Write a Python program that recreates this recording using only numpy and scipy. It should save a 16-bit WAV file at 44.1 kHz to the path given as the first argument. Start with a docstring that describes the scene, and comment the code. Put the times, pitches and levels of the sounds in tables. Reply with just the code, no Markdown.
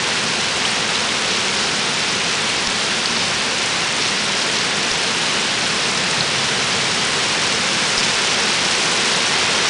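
"""A cloudburst on a flooded paved square between tall buildings, in mono from close to the ground.
From the start, filtered noise gives the wash and low roar of far drops; random ringing impacts, fizz and
rising bubble tones give near rain, with short gushes, slaps and plinks. Stray drops tick on the microphone
housing near 2.7, 4.9 and 8 s. A dull far rumble swells once from 5.65 s and dies by 8.6 s.
The rain grows heavier toward the end."""
import sys
import numpy as np
from scipy import signal
from scipy.fft import rfft, irfft, next_fast_len
from scipy.io import wavfile

SR = 44100
rng = np.random.default_rng(int(sys.argv[2]) if len(sys.argv) > 2 else 0)


def dump(signal):
    """Clip the signal to [-1, 1] and save it as 16-bit WAV at the path in sys.argv[1]."""
    limited = np.clip(np.atleast_2d(signal).T, -1, 1)
    pcm = np.round(limited * 32767).astype(np.int16)
    wavfile.write(sys.argv[1], SR, pcm)


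N = 427329

# clumps of big drops landing in the near puddles: start_s, length_s, strength_db, pitch_hz
GUSH_TABLE = [(.66, .08, -6, 4500), (0.929, .05, 0, 4300), (1.292, 0.091, -3, 4900), (1.56, .1, -3, 4800),
              (2.08, 0.053, -3, 5400), (2.27, .08, -7, 5500), (3.142, 0.11, -3, 5000),
              (3.37, 0.066, -6, 4000), (4.018, .08, -2.5, 5170), (4.37, .05, -3, 4600),
              (4.529, 0.1, -1.5, 4400), (5.218, .12, -4.5, 4800), (7.401, 0.15, -4, 5500),
              (7.992, 0.056, 0, 5200), (8.24, 0.086, -3, 4880), (9.088, 0.064, -3, 4000)]


def from_db(db):
    """Decibels to amplitude gain."""
    return 10 ** (np.asarray(db) / 20)


def rms_one(x):
    """Scale to an rms of 1."""
    return x / np.sqrt(np.mean(x ** 2) + 1e-20)


def in_time(rows):
    """Interpolate each column of a curve, sample by sample."""
    time_s, *columns = np.transpose(rows)
    return [np.interp(np.arange(N) / SR, time_s, column) for column in columns]


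def coloured(x, spectrum):
    """Filter to a smooth spectrum with falling skirts beyond its ends; rms 1."""
    hz, db = np.transpose(spectrum)
    size = next_fast_len(N)
    bins_hz = np.maximum(np.arange(size // 2 + 1) * SR / size, 1)
    gain = from_db(np.interp(np.log(bins_hz), np.log(hz), db))
    skirts = np.minimum(bins_hz / hz[0], 1) ** 2 * np.minimum(hz[-1] / bins_hz, 1) ** 2
    return rms_one(irfft(rfft(x, size) * gain * skirts, size)[:N])


def dying(t60_s):
    """Time axis and envelope of an exponential decay through 60 dB."""
    t = np.arange(int(t60_s * SR) + 2) / SR
    return t, np.exp(-np.log(1000) * t / t60_s)


def swell(rise_s):
    """A pulse that reaches 1 after rise_s and then dies away."""
    t = np.arange(SR // 20) / SR
    return t / rise_s * np.exp(1 - t / rise_s)


def surge(start_s, attack_s, hold_s, release_s):
    """An envelope that rises to 1, holds and falls back to silence."""
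    corners_s = start_s + np.cumsum([0, attack_s, hold_s, release_s])
    return np.interp(np.arange(N) / SR, corners_s, [0, 1, 1, 0])


def add(track, start_s, sound):
    """Mix a short sound into a track at start_s."""
    start = int(np.clip(start_s * SR, 0, N - 1))
    track[start:start + len(sound)] += sound[:N - start]


def ring(clicks, hz, t60_s):
    """A two-pole resonator: a unit click sets a decaying sine of starting height 1 ringing."""
    radius = from_db(-60 / (t60_s * SR))
    angle = 2 * np.pi * hz / SR
    feedback = [1, -2 * radius * np.cos(angle), radius * radius]
    return signal.lfilter([0, np.sin(angle)], feedback, clicks + 1e-18)


def bubble(hz, t60_s):
    """A trapped bubble rings and climbs by a quarter in pitch, levelling off as it reaches the surface."""
    t, envelope = dying(t60_s)
    pitch_hz = hz * (1 + np.tanh(6 * t / t60_s) / 4)
    return envelope * np.sin(2 * np.pi * np.cumsum(pitch_hz) / SR)


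def slap(hz, rise_cycles, fizz_db, fizz_t60_s=0.0092):
    """An impact rings for a few cycles and leaves a brief fizz of droplets."""
    envelope = swell(rise_cycles / hz)
    t = np.arange(len(envelope)) / SR
    fizz = rms_one(ring(rng.standard_normal(len(t)), hz, 8 / hz))
    fizz = fizz * from_db(-60 * t / fizz_t60_s)
    return envelope * np.sin(2 * np.pi * hz * t) + from_db(fizz_db) * fizz


def drops(per_s, spread_db, largest_db, low_hz, high_hz, cycles, fizz_share, fizz_t60_s, count=12):
    """Random impacts of unequal size and pitch, each ringing a few cycles and trailed by fizz."""
    falls = rng.random(N) < per_s / SR
    sizes_db = np.minimum(spread_db * rng.exponential(1, N), largest_db)
    sizes = falls * from_db(sizes_db) * rng.choice([-1, 1], N)
    dealt = rng.integers(0, count, N)  # which pitch each drop gets
    impacts = np.zeros(N)
    for k, hz in enumerate(np.geomspace(low_hz, high_hz, count)):
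        impacts += ring(sizes * (dealt == k), hz, cycles / hz) * hz  # higher rings start taller
    fizz_power = signal.fftconvolve(sizes ** 2, dying(fizz_t60_s)[1] ** 2)[:N]
    fizz = np.sqrt(np.maximum(fizz_power, 0)) * rng.standard_normal(N)
    return np.sqrt(1 - fizz_share) * rms_one(impacts) + np.sqrt(fizz_share) * rms_one(fizz)


def far_rumble():
    """A dull swell of low noise beyond the square: it rises once, holds and dies away."""
    # pitch_hz, density_db (relative, per Hz)
    rumble_spectrum = [(70, -21), (115, -1), (145, 4), (175, -2.5), (240, -21)]
    envelope = surge(start_s=5.65, attack_s=0.52, hold_s=0.28, release_s=2.1)
    return from_db(-36.5) * envelope * coloured(rng.standard_normal(N), rumble_spectrum)


def far_rain(wash_db):
    """Drops too many to tell apart: a bright noise wash from the paving and a low roar from the roofs."""
    # both: pitch_hz, density_db (relative, per Hz)
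    roar_spectrum = [(25, -26), (45, -17.5), (80, -11), (135, -4), (190, 0), (228, 0.2), (262, -4),
                     (310, -8), (420, -22.5), (600, -41)]
    wash_spectrum = [(260, -20), (350, -1), (430, 0.25), (530, -1), (600, -4), (700, -2.5), (1050, -1),
                     (1190, -2.5), (1400, -0.75), (1800, -1), (2700, -0.5), (4000, -2.5), (5500, -5.5),
                     (6800, -14.5), (10200, -29)]
    wash_trim_db, roar_mean_db = 1.84, -32.5
    roar_db = roar_mean_db + 0.25 * (wash_db - wash_db.mean())  # follows the wash weakly
    wash = from_db(wash_db + wash_trim_db) * coloured(rng.standard_normal(N), wash_spectrum)
    roar = from_db(roar_db) * coloured(rng.standard_normal(N), roar_spectrum)
    return wash + roar


def splashing(spray_db):
    """Level of the near puddles in dB: it follows the spray, and every gush adds a short surge of power."""
    mean_db, db_per_spray_db = -30.8, 1.3
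    gush_db, attack_s, release_s = -26.5, 0.021, 0.05  # level of a gush of strength 0
    power = from_db(mean_db + db_per_spray_db * (spray_db - spray_db.mean())) ** 2
    for start_s, length_s, strength_db, _ in GUSH_TABLE:
        envelope = surge(start_s - attack_s, attack_s, length_s, release_s)
        power = power + (from_db(gush_db + strength_db) * envelope) ** 2
    return 10 * np.log10(power)


def near_rain(splash_db, spray_db):
    """Heavy drops splash in the water film; small ones prickle on the stone."""
    # both: pitch_hz, gain_db (relative)
    splash_spectrum = [(900, -17), (2500, 0.5), (4000, -1), (5400, 0.5), (6500, -7), (8000, -15),
                       (10200, -15)]
    spray_spectrum = [(2500, -14), (4500, -8.5), (6000, 1), (7500, -1), (10200, -5)]
    spray_trim_db = 1.27
    heavy = drops(per_s=500, spread_db=3.5, largest_db=11, low_hz=2500, high_hz=6200,
                  cycles=15, fizz_share=0.45, fizz_t60_s=0.06)
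    fine = drops(per_s=1500, spread_db=4.6, largest_db=7, low_hz=5200, high_hz=9700,
                 cycles=16, fizz_share=0.7, fizz_t60_s=0.03)
    splash = from_db(splash_db) * coloured(heavy, splash_spectrum)
    spray = from_db(spray_db + spray_trim_db) * coloured(fine, spray_spectrum)
    return splash + spray


def puddle_bubbles(splash_db, count=1200, low_hz=1500, high_hz=7000, cycles=45, spread_db=1.0, level_db=-6):
    """Small bubbles all over the puddles; the higher the pitch, the shorter the ring."""
    out = np.zeros(N)
    for when, pitch, size in rng.random((count, 3)):
        hz = low_hz * (high_hz / low_hz) ** pitch
        size_db = spread_db * min(-np.log(1 - size), 4)
        add(out, when * N / SR, from_db(size_db) * bubble(hz, cycles / hz))
    return from_db(splash_db + level_db) * out


def housing_hits(push_s=0.0026, spatter_t60_s=0.0094):
    """A drop on the housing gives a bright tick, a spatter and one soft push of pressure at the port."""
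    # start_s, level_db, ring_hz, rise_cycles, spatter_db (re level_db), push_db
    hits = [(2.6723, -5, 5400, 1.8, -11, -26), (4.9152, -5.5, 5400, 1.7, -15, -29),
            (7.9795, -6, 5000, 2.0, -6, -25)]
    out = np.zeros(N)
    for start_s, level_db, hz, rise_cycles, spatter_db, push_db in hits:
        add(out, start_s, from_db(level_db) * slap(hz, rise_cycles, spatter_db, spatter_t60_s))
        add(out, start_s, from_db(push_db) * swell(push_s))
    return out


def gush_slaps(per_s=260, spread_octaves=0.16, spread_db=1.5, rise_cycles=1.5):
    """Each gush breaks into a quick run of slaps of unequal size and pitch."""
    slap_db = -17  # typical slap in a gush of strength 0
    out = np.zeros(N)
    for start_s, length_s, strength_db, pitch_hz in GUSH_TABLE:
        for size, pitch in rng.standard_normal((int(per_s * length_s), 2)):
            hit = slap(pitch_hz * 2 ** (spread_octaves * pitch), rise_cycles, fizz_db=-13)
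            level_db = slap_db + strength_db + spread_db * size
            add(out, start_s + length_s * rng.random(), from_db(level_db) * hit)
    return out


def nearest_drops():
    """Single slaps and bubble plinks within arm's reach; each slap comes back off a surface close by."""
    # sharp slaps: start_s, level_db, ring_hz, rise_cycles
    slaps = [(.7151, -13.5, 8400, 1.8), (1.5502, -15, 6500, 1.1), (1.6387, -14, 6000, 1.1),
             (2.3416, -15, 7000, 1.1), (2.3534, -12.5, 7000, 1.1), (3.0584, -4, 4600, 1.5),
             (3.6601, -12, 7200, 1.1), (4.468, -15, 8000, 1.1), (5.8028, -15, 6500, 1.1),
             (5.976, -13, 5400, 2.8), (6.1113, -11.5, 7200, 1.3), (6.2078, -3.5, 4200, 2.0),
             (7.0507, -12.5, 8500, 1.1), (7.4169, -13.5, 8000, 1.5), (8.3894, -12, 6500, 1.1),
             (8.8568, -12, 6000, 1.1), (8.896, -12, 7000, 1.1), (9.2668, -11, 5800, 1.5)]
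    # big bubbles: start_s, level_db, starting pitch_hz, t60_s
    plinks = [(.6518, -6, 2750, .025), (1.0905, -12, 2800, .022), (1.6395, -14, 4700, .015),
              (3.165, -15, 3850, .018), (4.034, -16, 4850, .018), (8.438, -12, 4900, .015),
              (8.651, -12, 4900, .015)]
    echo_s, echo_db = 0.0028, -8
    out = np.zeros(N)
    for start_s, level_db, hz, rise_cycles in slaps:
        hit = from_db(level_db) * slap(hz, rise_cycles, fizz_db=-22)
        add(out, start_s, hit)
        add(out, start_s + echo_s, from_db(echo_db) * hit)
    for start_s, level_db, hz, t60_s in plinks:
        add(out, start_s, from_db(level_db) * bubble(hz, t60_s))
    return out


def scene():
    """All the rain at one point, alike in both channels."""
    # strength of the downpour: time_s, wash_db, spray_db (both before trims)
    downpour = [(0, -22, -32), (4, -22.0, -31.5), (6.3, -21.5, -31.0), (7.6, -21, -30), (8.7, -20.5, -29),
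                (9.69, -19.5, -29.5)]
    wash_db, spray_db = in_time(downpour)
    splash_db = splashing(spray_db)
    far = far_rumble() + far_rain(wash_db)
    near = near_rain(splash_db, spray_db) + puddle_bubbles(splash_db) + gush_slaps() + nearest_drops()
    mono = far + near + housing_hits()
    return np.stack([mono, mono])


def record(dry):
    """The recorder loses the deepest bass, rounds the highest peaks and cuts the top steeply."""
    ceiling, cutoff_hz = 0.72, 10080
    thinned = signal.sosfilt(signal.butter(1, 14, "high", fs=SR, output="sos"), dry)
    rounded = thinned / (1 + (thinned / ceiling) ** 8) ** (1 / 8)
    return signal.sosfilt(signal.ellip(14, 0.1, 80, cutoff_hz, fs=SR, output="sos"), rounded)


dry = scene()
out = record(dry)
dump(out)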